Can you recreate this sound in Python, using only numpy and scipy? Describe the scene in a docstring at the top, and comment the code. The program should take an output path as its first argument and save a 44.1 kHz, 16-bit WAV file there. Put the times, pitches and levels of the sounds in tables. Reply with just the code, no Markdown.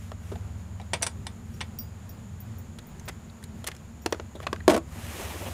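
"""A socket clinks against the lug nuts of a riding mower's wheel on a lawn: noise bursts with decaying modes.
Small parts click beside a plastic case, whose hollow shell colours its own knocks and scrapes.
The lid slams, tools rattle inside and the case is dragged off through grass: grainy, clumpy noise.
A distant engine hums as a few shaft orders and changes gear, over rumble, hiss and faint insect song
in filtered noise. Nearby a small metal trinket tinkles: ticks of noise with high, decaying partials."""
import sys
import numpy as np
from scipy import signal
from scipy.fft import rfft, irfft
from scipy.io import wavfile

SR = 44100
rng = np.random.default_rng(int(sys.argv[2]) if len(sys.argv) > 2 else 0)


def pcm_store(signal):
    """Save signal as 16-bit PCM."""
    levels = np.round(np.clip(np.atleast_2d(signal), -1, 1) * 32767)
    wavfile.write(sys.argv[1], SR, levels.astype(np.int16).T)


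N = 243873


def amp(db):
    """Decibels to gain."""
    return 10 ** (np.asarray(db) / 20)


def unit(x):
    """Scales to rms 1."""
    return x / np.sqrt(np.mean(x ** 2) + 1e-20)


def read(points, hz):
    """Reads a spectrum on a log-frequency axis."""
    f, value = np.transpose(points)
    return np.interp(np.log(hz + 1), np.log(f + 1), value)


def add(mix, s, sound):
    """Mixes a sound in at time s."""
    part = mix[max(round(s * SR), 0):][:len(sound)]
    part += sound[:len(part)]


def coloured(x, points):
    """Gives a long signal a spectrum, at rms 1."""
    return unit(irfft(rfft(x) * amp(read(points, np.fft.rfftfreq(N, 1 / SR))), N))


def wander(rate_hz):
    """Slow random motion of rms 1, smooth above the given rate."""
    hz = np.fft.rfftfreq(N, 1 / SR)
    return unit(irfft(rfft(rng.standard_normal(N)) / (1 + (hz / rate_hz) ** 4), N))


def causal(db):
    """Minimum-phase response with the given gains: nothing sounds before the blow."""
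    log_gain = np.log(amp(np.r_[db, db[-2:0:-1]]))
    return np.exp(np.conj(signal.hilbert(log_gain)))[:len(db)]


def contact(s, db, bass_db, treble_db, t60, spot_hz, spot_db):
    """One contact; the harder it is, the less the struck spot stands out from the whole body."""
    spot_fade_db_per_db = 0.5
    spot_db = np.clip(spot_db - spot_fade_db_per_db * db, 0, 18)
    return s, db, bass_db, treble_db, t60, spot_hz, spot_db


def blow(row, colour, modes, snap, rise, treble_damping, ring, ring_db, size=16384):
    """One impact: a sharp crack, a dense clatter that dies faster in the treble, and the body's modes."""
    s, db, bass_db, treble_db, t60, spot_hz, spot_db = row
    t, hz = np.arange(size) / SR, np.fft.rfftfreq(size, 1 / SR)
    centres = np.geomspace(200, 13000, 7)
    noise, sound = rfft(rng.standard_normal(size)), np.zeros(size)
    swell = 1 - np.exp(-t / (rise * t60))  # long, scraping contacts build up more slowly
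    for centre, share in zip(centres, np.eye(len(centres))):
        band = np.interp(np.log(hz + 1), np.log(centres), share)
        band_t60 = t60 * (centre / 1000) ** -treble_damping
        clatter = unit(irfft(noise * band) * swell * amp(-60 * t / band_t60))
        sound += clatter * np.sqrt(np.mean(band ** 2) / size)
    crack = snap * amp(0.13 * (db - 28))  # harder blows start with a sharper crack
    sound[0] += crack
    sound /= np.hypot(1, crack)
    for mode_hz, mode_db, mode_t60 in modes:
        fade = amp(-60 * t / (mode_t60 * ring))
        # each place of contact favours other modes
        struck_db = ring_db + 2.8 * rng.standard_normal()
        sound += amp(mode_db + struck_db) * 2 * fade / fade.sum() * np.sin(2 * np.pi * mode_hz * t)
    tone = read([(600, bass_db), (1700, 0), (3800, 0), (9500, treble_db)], hz)
    # the struck spot has a broad resonance of its own
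    tone += spot_db * np.exp(-(np.log2((hz + 1) / spot_hz) / 0.23) ** 2)
    shaped = irfft(rfft(sound) * causal(read(colour, hz) + tone))
    return s, amp(db) * shaped[:size * 3 // 4]


def rubbing(grains_per_s, spread_db):
    """Countless tiny slips of uneven size over a smooth hiss."""
    slips = rng.random(N) < grains_per_s / SR
    sizes = amp(spread_db * np.minimum(rng.exponential(1, N), 4))
    grains = slips * sizes * rng.choice([-1, 1], N)
    return unit(grains) + 1.6 * rng.standard_normal(N)


def clumpy(x, patchy_db, rate_hz):
    """Each band of a rubbing sound swells and fades by itself as tufts catch and let go."""
    hz, centres = np.fft.rfftfreq(N, 1 / SR), np.geomspace(300, 14000, 14)
    spectrum, mix = rfft(x), np.zeros(N)
    for centre, share in zip(centres, np.eye(len(centres))):
        band = irfft(spectrum * np.interp(hz, centres, share), N)
        swing_db = patchy_db * (centre / 1000) ** -.4  # the treble swings less
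        mix += band * amp(swing_db * wander(rate_hz))
    return unit(mix)


def reflections(x, db, t60):
    """The mower's body and the yard scatter back a short, dull tail."""
    t = np.arange(SR // 2) / SR
    dull_noise = signal.lfilter([1], [1, -.5], rng.standard_normal(len(t)))
    tail = dull_noise * amp(-60 * t / t60) * (t > .006)
    return x + amp(db) * signal.fftconvolve(x, tail / np.linalg.norm(tail))[:N]


def outdoors():
    """Uneven neighbourhood rumble and smooth hiss, with a narrow noise band of insect song."""
    # spectrum of the low neighbourhood rumble: (frequency [Hz], relative density [dB])
    rumble_colour = [(20, -18), (40, -13.5), (55, -4.5), (100, 0.5), (135, -5), (190, -8), (232, -0.5),
                     (275, -23), (400, -21.5), (1500, -59)]
    # spectrum of the open-air hiss: (frequency [Hz], relative density [dB])
    air_colour = [(60, -1.5), (250, 2.5), (400, -1.5), (900, -2.5), (2000, -9.5), (5000, -19), (10000, -21),
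                  (15000, -28)]
    rumble_db, air_db, insect_db = -44.5, -54, -64.5  # levels they waver around
    insect_hz, insect_width_hz = 6950, 390
    rumble = coloured(rng.standard_normal(N), rumble_colour) * amp(rumble_db + 1.8 * wander(4.6))
    air = coloured(rng.standard_normal(N), air_colour) * amp(air_db + 0.6 * wander(2.8))
    band = np.exp(-((np.fft.rfftfreq(N, 1 / SR) - insect_hz) / insect_width_hz) ** 2 / 2)
    insects = unit(irfft(rfft(rng.standard_normal(N)) * band, N))
    return rumble + air + insects * amp(insect_db + 1.3 * wander(25))


def engine():
    """A far engine speeds up, changes gear and pulls again; only its low shaft orders carry."""
    # two gears: (start [s], mean shaft speed at the start [turns/s], gain in speed [turns/s per s])
    gears = [(0.0, 19.0, 1.25), (2.82, 17.7, 0.42)]
    # partials of the hum: (multiple of the shaft speed, relative level they waver around [dB])
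    orders = [(3, -16), (4, -2.5), (5, -3.5), (6, -20), (9, -13)]
    # gain of the whole hum, dropping at the gear change: (time [s], level [dB])
    gain_points = [(0, -42), (0.3, -36.5), (0.85, -40), (2.15, -46), (2.6, -41), (2.82, -67), (3.08, -42),
                   (3.27, -54.5), (3.55, -44.5), (4.0, -51), (4.5, -42.5), (5.53, -42.5)]
    t, speed, hum = np.arange(N) / SR, np.zeros(N), np.zeros(N)
    for start, first_speed, climb in gears:
        speed = np.where(t >= start, first_speed + climb * (t - start), speed)
    turns = np.cumsum(speed * (1 + 0.0061 * wander(5.1))) / SR
    for order, level_db in orders:
        wave = np.sin(2 * np.pi * (round(order) * turns + rng.random()))
        hum += amp(level_db + 1.77 * wander(9.8)) * wave
    return np.sqrt(2) * amp(np.interp(t, *np.transpose(gain_points))) * hum


def sliding():
    """Grass blades swish under the case and bump its shell in clumps; hands brush it more softly."""
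    # spectrum of grass and sleeves: (frequency [Hz], relative density [dB])
    swish_colour = [(710, -34), (1200, 0), (2210, -2), (3050, -4.5), (4620, -9.5), (6440, -7),
                    (12900, -10.5), (15500, -17.5)]
    # hands and sleeves brushing the case: (middle [s], length [s], peak level [dB])
    brushes = [(0.046, 0.13, -57.5), (0.298, 0.17, -57), (0.6, 0.064, -63), (1.558, 0.2, -60),
               (3.6, 0.1, -62), (4.425, 0.043, -54.5)]
    # tufts bumping the shell: (time [s], rise over the steady rumble [dB])
    tufts = [(5.198, 5.5), (5.306, 7), (5.424, 7.5), (5.475, 12)]
    tuft_s = 0.015  # time from a bump's peak in which its rise falls to 1/e
    shell_colour = [(120, -15), (280, -2.5), (600, -2.5), (1000, -4.5),
                    (1500, -18.5), (3000, -15.5), (5000, -29.5)]  # (frequency [Hz], relative density [dB])
    # the drag gathers speed, then its level eases off
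    from_s, fastest_s, ease_db_per_s = 4.855, 5.224, 14.5
    swish_db, shell_db = -41.5, -42.5  # at the fastest moment, away from the tufts
    t = np.arange(N) / SR
    speed = np.clip((t - from_s) / (fastest_s - from_s), 0, 1)
    # amplitude grows as a power of the speed
    moving = speed ** 0.83 * amp(-ease_db_per_s * np.maximum(t - fastest_s, 0))
    grass = coloured(rubbing(4000, 5.3), swish_colour)
    swish = clumpy(grass, patchy_db=1.0, rate_hz=45) * amp(swish_db)
    bumps = coloured(rubbing(230, 2.8), shell_colour)
    tufts_db = sum(db * np.exp(-((t - at) / tuft_s) ** 2) for at, db in tufts)
    shell = clumpy(bumps, patchy_db=3.0, rate_hz=27) * amp(shell_db + tufts_db)
    brush = sum(amp(db) * np.exp(-(2 * (t - at) / length) ** 2) for at, length, db in brushes)
    return moving * (swish + shell) + brush * coloured(rubbing(2500, 4.5), swish_colour)


def knocks_and_scrapes():
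    """Knocks and short scrapes on the open case, each with a weak rebound."""
    # knocks and scrapes: (time [s], relative strength [dB], bass [dB], treble [dB],
    #                      clatter t60 at 1 kHz [s], pitch of the struck spot [Hz])
    touches = [(0.1177, 5.5, 3, -6, 0.016, 1400), (0.318, 4.5, 2.5, -7, 0.075, 397),
               (0.356, 3.5, -5, -15, 0.041, 746), (4.061, 24, -4.5, 0.5, 0.026, 5900),
               (4.1246, 23, -1, -2, 0.028, 5900), (4.146, 3, 3, -4, 0.016, 1290),
               (4.198, 10, -0.5, -15, 0.022, 6400), (4.3526, -4.5, 12.5, 9, 0.092, 3700),
               (4.4024, 3, -1, -5, 0.011, 1220), (4.428, 8, -9.5, -10, 0.11, 764),
               (4.468, 23.5, -9, -12, 0.029, 1180), (4.5293, 20, -3.5, -5, 0.025, 1170),
               (4.561, 5.5, -31, -7, 0.017, 1450), (4.604, 1, -11, -30, 0.018, 1800)]
    rebound_s, rebound_db = 0.014, -25.5
    rows = [contact(*row, spot_db=16.5) for row in touches]
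    return rows + [(s + rebound_s, db + rebound_db, *colour) for s, db, *colour in rows]


def case():
    """Dry contacts on and beside the open case; shut, its hollow shell booms under the rattling tools."""
    # spectrum of a blow on the plastic: (frequency [Hz], relative gain [dB])
    case_colour = [(60, -38), (140, -22.5), (250, -11), (350, -3), (500, -2), (650, -5.5), (850, -9),
                   (1150, -11.5), (1500, -13), (2300, -17), (3500, -20.5), (5500, -24), (8000, -26),
                   (11000, -30.5), (15000, -40.5)]
    # modes of the hollow shell, scaled by ring and ring_db below:
    # (frequency [Hz], relative level against the clatter [dB], relative t60 [s])
    case_modes = [(225, -1, .08), (264, 3, .11), (330, 3, .12), (394, 1, .11), (520, -4, .05),
                  (658, 4, .09), (797, -4, .08), (915, -2, .07), (1130, 2, .05), (1322, -3, .07),
                  (1620, -1, .05), (2388, 0, .045), (3380, 1, .04), (4300, 0, .03), (5150, 1, .03)]
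    # air closed in the shell: (frequency [Hz], gain [dB])
    cavity_gains = [(130, 1), (240, 7), (340, 2.5), (460, -3.5), (660, 3.5), (1000, -1.5), (1900, -1.5),
                    (3500, -2)]
    opened, shut = np.zeros(N), np.zeros(N)
    for row in knocks_and_scrapes() + clicks(count=3):
        add(opened, *blow(row, case_colour, case_modes, snap=0.3, rise=0.021,
                          treble_damping=0.2, ring=0.51, ring_db=-3.5))
    for row in slam(count=15):
        add(shut, *blow(row, case_colour, case_modes, snap=0.52, rise=0.0033,
                        treble_damping=0.079, ring=1.12, ring_db=-1.5))
    cavity = irfft(causal(read(cavity_gains, np.fft.rfftfreq(4096, 1 / SR))))
    return amp(-1.85) * opened + amp(-0.5) * signal.fftconvolve(shut, cavity)[:N]


def socket():
    """Steel on steel: socket and wheel rim ring together, twice in quick succession."""
    # the socket meets a lug nut with one edge, then the other:
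    # (time [s], relative strength [dB], second contact over the first [dB], bass [dB],
    #  treble of the stronger contact [dB], pitch of the struck spot [Hz])
    clinks = [(0.799, -13.5, -7, 9.5, -11, 777), (0.814, -24.5, -14, 16, 5, 3960),
              (0.9336, 11, -12, 2, 0.5, 2430), (1.015, -10.5, -6, 8, -17, 1780),
              (1.0229, -4, 13.5, -4, 10.5, 5950), (1.0657, 6.5, -7.5, -6, 6.5, 1340),
              (1.2679, -1.5, -25, 0.5, 3, 3770), (1.607, -2.5, 8, -4.5, -6.5, 3200)]
    # spectrum of a blow on the hub: (frequency [Hz], relative gain [dB])
    hub_colour = [(60, -30), (140, -0.5), (300, -6), (500, -1), (950, 0.5), (1400, -4), (2400, -3.5),
                  (3400, -6), (4600, -8.5), (5700, -8), (6800, -15.5), (8300, -9.5), (9800, -13.5),
                  (11500, -28.5), (15000, -37)]
    # modes of rim and socket, scaled by ring and ring_db below:
    # (frequency [Hz], relative level against the clatter [dB], relative t60 [s])
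    hub_modes = [(500, 2, .12), (700, 5, .12), (921, 7, .18), (1050, 3, .12), (1755, 1, .15),
                 (1933, 2, .14), (2186, 2, .14), (2350, 8, .11), (2890, 4, .08), (3420, 3, .11),
                 (3610, 3, .1), (4690, 3, .06), (5168, 5, .05), (5830, 4, .08), (5955, 9, .09),
                 (7600, 8, .06), (7820, 9, .06), (8380, 5, .07), (8632, 9.5, .15), (9543, 10.5, .1),
                 (9610, 7, .08), (10300, 4, .04)]
    second_edge_s = 0.0048
    out = np.zeros(N)
    for s, first_db, second_db, bass_db, treble_db, spot_hz in clinks:
        stronger_db = first_db + max(second_db, 0)
        for at, db in [(s, first_db), (s + second_edge_s, first_db + second_db)]:
            brighter_db = 0.5 * (stronger_db - db)  # the weaker of the two contacts is brighter
            t60 = 0.028 * amp(0.94 * max(db, 0))  # hard clinks clatter longer
            row = contact(at, db, bass_db, treble_db + brighter_db, t60, spot_hz, spot_db=7)
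            add(out, *blow(row, hub_colour, hub_modes, snap=0.1, rise=0.0073,
                           treble_damping=0.22, ring=0.72, ring_db=-0.5))
    return amp(-0.4) * out


def trinket():
    """A tiny piece of metal, a tick and high partials: each touch favours other partials."""
    # tinkles: (time [s], relative level [dB], low partials [dB], middle partial [dB])
    tinkles = [(1.54, -59, 11, 6), (1.788, -34, 0.5, -8), (2.093, -46, 0, 9), (2.404, -49.5, -7, 14),
               (2.584, -50.5, -6, 8), (2.869, -50, -24, -6), (3.055, -49, -6, -20), (4.02, -53, 2, -7),
               (4.106, -56, -4, -1)]
    # its partials in three groups: (frequency [Hz], relative level [dB], t60 [s])
    low = [(4877, -15, .3), (5609, -2, .1)]
    middle = [(11900, -1, .06)]
    high = [(14840, 1.5, .14), (15240, -7, .12)]
    out, t = np.zeros(N), np.arange(SR // 4) / SR
    for s, db, low_db, middle_db in tinkles:
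        tick = rng.standard_normal(len(t)) * np.exp(-t / 0.0017)
        sound = amp(1) * np.diff(tick, prepend=0)
        for share_db, modes in [(low_db, low), (middle_db, middle), (0, high)]:
            for hz, mode_db, t60 in modes:
                touch_db = share_db + mode_db + 2 * rng.standard_normal()
                sound += amp(touch_db - 60 * t / t60) * np.sin(2 * np.pi * hz * t)
        add(out, s, amp(db) * sound)
    return amp(-3.0) * out


def clicks(count):
    """Thin clicks of small parts handled beside the case: runs of slips that swell and fade, stray ticks."""
    # runs: (start [s], relative strength in the middle [dB], bass [dB], treble in the middle [dB],
    #        pitch of the struck spot [Hz], number of slips)
    runs = [(2.7868, 4.5, -13, 5, 3800, 1), (2.996, -3.5, -29, 8.5, 6400, 1),
            (3.079, 11.5, -9.5, 7.5, 2100, 4), (3.297, -8, -20, -6, 4050, 1), (3.427, -3, -23, 6, 1670, 1),
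            (3.4386, 0, -20, 14.5, 4030, 1), (3.6424, 7.5, -4.5, 6.5, 3280, 1),
            (3.6671, 16, -21, 14.5, 4150, 3), (3.685, 13.5, -9.5, 3, 1360, 1),
            (3.7156, 10.5, -39, -6.5, 1930, 1)]
    slip_s = 0.005
    ends_db, ends_treble_db = -4, -28  # a run is loudest and brightest in its middle
    ticks_from_s, ticks_to_s = 3.63, 3.8
    rows = []
    for s, db, bass_db, treble_db, spot_hz, slips in runs:
        n = round(slips)
        for k in range(n):
            edge = ((2 * k + 1) / n - 1) ** 2
            rows.append(contact(s + k * slip_s, db + ends_db * edge, bass_db,
                                treble_db + ends_treble_db * edge, 0.034, spot_hz, spot_db=11))
    for when, spot in rng.random((count, 2)):
        s = ticks_to_s - when * (ticks_to_s - ticks_from_s)
        rows.append(contact(s, db=-4.5, bass_db=-20, treble_db=9, t60=0.016,
                            spot_hz=3200 * 2 ** spot, spot_db=3))
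    return rows


def slam(count):
    """The lid slams and the case rocks; loose tools land at random places in it, ever more weakly."""
    # blows: (time [s], relative strength [dB], bass [dB], treble [dB],
    #         clatter t60 at 1 kHz [s], pitch of the struck spot [Hz])
    slams = [(4.6797, 30.8, 4.5, 1, 0.031, 1220), (4.699, 27, 0.5, -2, 0.062, 695),
             (4.7455, 21.5, -1, -6, 0.058, 429), (4.7651, 12, 5.5, 8.5, 0.03, 1220)]
    rattle_from_s, rattle_length_s = 4.686, 0.097
    rattle_db, fall_db_per_s = 17.5, 82  # average strength at the start, and its fall
    rows = [contact(*row, spot_db=16.5) for row in slams]
    for k, (when, force, edge, spot) in enumerate(rng.uniform(-1.1, 1, (count, 4))):
        age = rattle_length_s * (k + .5 + .5 * when) / count
        strength_db = rattle_db - fall_db_per_s * age + 3 * force
        rows.append(contact(rattle_from_s + age, strength_db, bass_db=4, treble_db=1.5 + 6 * edge,
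                            t60=0.041, spot_hz=1900 * 2 ** spot, spot_db=12.5))
    return rows


def scene():
    """All sources at one microphone."""
    wheel = reflections(socket(), db=-17.5, t60=0.14)
    box = reflections(case(), db=-22.5, t60=0.18)
    return (wheel + box + trinket() + sliding() + engine() + outdoors())[None]


def record(dry):
    """The recorder clips at full scale and passes nothing much above its band limit."""
    edge_hz = 15600
    low_pass = signal.firwin(255, edge_hz, window=("kaiser", 8), fs=SR)
    return signal.oaconvolve(np.clip(dry, -1, 1), low_pass[None], "same")


dry = scene()
out = record(dry)
pcm_store(out)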